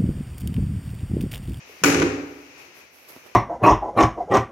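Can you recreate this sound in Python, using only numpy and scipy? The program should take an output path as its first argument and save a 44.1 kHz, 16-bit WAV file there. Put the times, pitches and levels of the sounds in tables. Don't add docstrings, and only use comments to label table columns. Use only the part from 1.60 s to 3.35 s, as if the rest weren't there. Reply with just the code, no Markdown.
import sys
import numpy as np
from scipy import signal
from scipy.fft import rfft, irfft
from scipy.io import wavfile

SR = 44100
rng = np.random.default_rng(int(sys.argv[2]) if len(sys.argv) > 2 else 0)


def persist_wave(psi):
    counts = np.round(np.clip(psi, -1, 1) * 32767).astype(np.int16)
    wavfile.write(sys.argv[1], SR, np.atleast_2d(counts).T)


N = 77175


def seat_and_lid():
    # (time [s], crack [dB], treble corner [Hz], shell ring [dB], room [dB], low modes [dB])
    blows = [(0.2365, 0, 20000, -13, -2, 0.5), (0.2438, -2, 11100, 0, -1.5, -2.5),
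             (0.3006, -12, 9000, -12, -11.5, -4.5), (0.3446, -6, 4550, -12.5, -10.5, 1),
             (0.3981, -10.5, 5440, -20, -15.5, -5), (0.4183, -2, 1660, -24, -14, -2.5),
             (0.4244, -7, 3500, -20, -12, -0.1), (0.4723, -27, 3000, -28, -20, -13)]
    # (frequency [Hz], level [dB], t60 [s], build-up [s])
    low_modes = [(66.8, -35, 1.0, 0.022), (100.4, -22.5, 0.48, 0.063), (157.1, -26, 0.604, 0.078),
                 (180, -20, .11, 0.0039), (245.3, -15.5, 0.082, 0.0028), (265.4, -29, 0.88, 0.014),
                 (284.5, -11.5, 0.43, 0.029), (288.8, -22.5, 0.83, 0.082), (344, -9.5, 0.13, 0.017),
                 (367.3, -27.5, 0.73, 0.011), (414.6, -26, 0.69, 0.0014), (438.6, -26, 0.54, 0.00098),
                 (506.8, -30.5, 0.72, 0.0014), (574, -40.5, 0.89, 0.037)]
    # (frequency [Hz], level [dB], t60 [s])
    shell_modes = [(784, -29, 0.88), (914, -45, 0.076), (1244, -26, .09), (1475, -13.5, 0.076),
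                   (1962, -33, 0.3), (2252, -25.5, 0.27), (2635, -25, 0.099), (5200, -43, 0.025),
                   (6220, -40, 0.072), (6790, -26, 0.03)]
    # (frequency [Hz], relative level [dB])
    crack_spectrum = [(60, -35), (200, -12), (400, 12.5), (700, -5), (1000, 2.5), (1450, 9), (1850, -4),
                      (2500, 3), (3300, -3), (4500, -7), (6700, 3.5), (8000, -12), (15500, -11.5)]
    crack_gain_db, crack_rise_s, crack_t60_s = 12.5, 0.0006, 0.013
    t = np.arange(N) / SR
    boom, shell, out = np.zeros(N), np.zeros((2, N)), np.zeros((2, N))
    for hz, db, t60, rise in low_modes:
        boom += amp(db - 60 * t / t60) * (1 - np.exp(-t / rise)) * np.sin(2 * np.pi * hz * t)
    for hz, db, t60 in shell_modes:
        mic_phase = rng.uniform(0, np.pi, (2, 1))
        shell += amp(db - 60 * t / t60) * np.sin(2 * np.pi * hz * t + mic_phase)
    snap = (1 - np.exp(-t / crack_rise_s)) * amp(-60 * (t / crack_t60_s) ** 2)
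    for start, crack_db, corner_hz, shell_db, room_db, boom_db in blows:
        burst = unit_energy(diffuse_noise() * snap)
        crack = amp(crack_gain_db + crack_db) * shaped(burst, crack_spectrum)
        bright = crack + amp(shell_db) * shell + amp(room_db) * room_tail()
        contact_db = -10 * np.log10(1 + (bins() / corner_hz) ** 3)
        add(out, start, colour(bright, contact_db) + amp(boom_db) * boom)
    return out


def room_tail():
    # (frequency [Hz], relative level [dB])
    room_spectrum = [(30, -41), (70, 3.5), (170, 0), (215, -8.5), (300, 10), (480, 3.5), (680, -3),
                     (1000, -2.5), (1400, 1.5), (1850, -0.5), (2500, 0.5), (3400, -10), (4500, -8),
                     (6700, -3.5), (8200, -14.5), (15500, -8)]
    # (frequency [Hz], t60 [s])
    room_t60 = [(80, 0.39), (300, 1), (700, 1), (2000, 0.77), (6000, 0.65), (9000, 0.54), (15000, 0.21)]
    gain_db, rise_s = 14.5, 0.0086
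    hz, t, spectra = signal.stft(diffuse_noise(), SR, nperseg=256)
    decay = amp(-60 * t / curve_at(room_t60, hz)[:, None])
    tail = signal.istft(spectra * decay, SR, nperseg=256)[1][:, :N]
    build_up = 1 - np.exp(-np.arange(N) / SR / rise_s)
    return amp(gain_db) * shaped(unit_energy(tail * build_up), room_spectrum)


def finger_knocks():
    # (time [s], level [dB], pitch [Hz], t60 [s])
    knocks = [(0.095, -38.5, 440, 0.042), (0.218, -35, 174.6, 0.29), (1.08, -46.5, 356, 0.13),
              (1.564, -30, 296, 0.011), (1.572, -38.5, 293, 0.027), (1.6625, -33.5, 403, 0.0031)]
    tap_db, tap_s = -6.5, 0.00025
    t, out = np.arange(N) / SR, np.zeros((2, N))
    contact = t / tap_s
    tap = amp(tap_db) * contact * (2 - contact) * np.exp(1 - contact)
    for start, db, hz, t60 in knocks:
        ring = amp(-60 * t / t60) * (1 - np.exp(-contact)) * np.cos(2 * np.pi * hz * t)
        add(out, start, -amp(db) * (tap + ring))
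    return out


def clothing():
    # (peak time [s], rise [s], fall [s], level [dB], left minus right [dB], tilt [dB/octave])
    strokes = [(.1, 0.035, 0.31, -56, -2, 0.5), (.8, 0.32, 0.22, -61, 0, 0.5),
               (1.0, 0.024, 0.073, -50.5, 2.5, -1.2), (1.185, 0.04, 0.059, -52, 0, -0.3),
               (1.36, 0.045, 0.39, -57, -10, 0), (1.493, 0.0094, .04, -46, -0.5, 1),
               (1.56, 0.095, 0.07, -54.5, -15.5, -1.5), (1.674, 0.03, 0.031, -56.5, -21.5, -2.5)]
    # (frequency [Hz], relative level [dB])
    cloth_spectrum = [(100, -10.5), (500, 8.5), (2500, -1.5), (3600, -4.5), (5500, -2.5), (7000, -7),
                      (8300, -8), (12500, 1.5), (15500, -7)]
    grain_db, pivot_hz = 2, 2040
    t, out = np.arange(N) / SR, np.zeros((2, N))
    octaves = np.log2(np.maximum(bins(), pivot_hz / 2) / pivot_hz)
    for peak, rise, fall, db, pan_db, tilt in strokes:
        swell = np.exp(-np.where(t < peak, ((t - peak) / rise) ** 2, (t - peak) / fall))
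        mic_gains = amp([[db + pan_db / 2], [db - pan_db / 2]])
        out += colour(diffuse_noise() * swell * mic_gains, tilt * octaves)
    grain = np.repeat(rng.standard_normal(N // 64 + 1), 64)[:N]
    return shaped(out * amp(grain_db * grain), cloth_spectrum)


def background_hiss():
    # (frequency [Hz], relative level [dB])
    hiss_spectrum = [(25, -58), (65, -3.5), (200, -6), (400, 1.5), (800, -3), (1700, -2.5), (2500, 3.5),
                     (3400, -9.5), (6200, -6), (8200, -24), (15500, -26)]
    # (time [s], level [dB])
    hiss_level = [(0, -48.5), (.22, -48), (.8, -51), (.94, -49), (1.0, -46.5), (1.11, -50.5), (1.2, -49),
                  (1.32, -55), (1.45, -53.5), (1.52, -52), (1.75, -52)]
    level_db = np.interp(np.arange(N) / SR, *np.transpose(hiss_level))
    return shaped(diffuse_noise(), hiss_spectrum) * amp(level_db)


def diffuse_noise():
    # (frequency [Hz], correlation [0..1])
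    correlation = [(60, 0.64), (350, 0.77), (700, 0.31), (1300, 0.0017), (3000, 0.055), (15000, 0.045)]
    likeness = np.clip(curve_at(correlation, np.fft.rfftfreq(N, 1 / SR)), -1, 1)
    mid, side = rfft(rng.standard_normal((2, N)))
    mid *= np.sqrt((1 + likeness) / 2)
    side *= np.sqrt((1 - likeness) / 2)
    return irfft(np.array([mid + side, mid - side]), N)


def amp(db):
    return 10 ** (np.asarray(db) / 20)


def curve_at(points, hz):
    table_hz, values = np.transpose(points)
    return np.interp(np.log(hz + 1), np.log(table_hz + 1), values)


def add(mix, start_s, sound):
    at = round(start_s * SR)
    mix[:, at:] += sound[..., :N - at]


def bins():
    return np.fft.rfftfreq(2 * N, 1 / SR)


def colour(x, gain_db):
    cepstrum = irfft(np.log(amp(gain_db)))
    cepstrum[1:N] *= 2
    cepstrum[N + 1:] = 0
    return irfft(rfft(x, 2 * N) * np.exp(rfft(cepstrum)))[..., :N]


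def shaped(x, spectrum):
    db = curve_at(spectrum, bins())
    return colour(x, db - 10 * np.log10(np.mean(amp(db) ** 2)))


def unit_energy(x):
    return x / np.sqrt(np.sum(x ** 2) / 2)


def scene():
    # (frequency [Hz], left minus right [dB])
    mic_balance = [(100, 1.5), (300, -1), (700, -2), (1300, 0.5), (2400, 9.5), (4400, -0.5), (6500, 7.5),
                   (8300, -5.5), (11000, -2), (15000, 0.5)]
    left, right = seat_and_lid() + background_hiss()
    lean_db = curve_at(mic_balance, bins()) / 2
    far = np.array([colour(left, lean_db), colour(right, -lean_db)])
    return far + clothing() + finger_knocks()


def record(dry):
    low_cut_hz, ceiling, band_edge_hz = 32, 1.05, 15900
    trimmed = signal.sosfilt(signal.butter(3, low_cut_hz, "high", fs=SR, output="sos"), dry)
    limited = trimmed / (1 + (trimmed / ceiling) ** 4) ** (1 / 4)
    lowpass = signal.firwin(511, band_edge_hz, window=("kaiser", 9), fs=SR)
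    return signal.oaconvolve(limited, lowpass[None], "same")


dry = scene()
out = record(dry)
persist_wave(out)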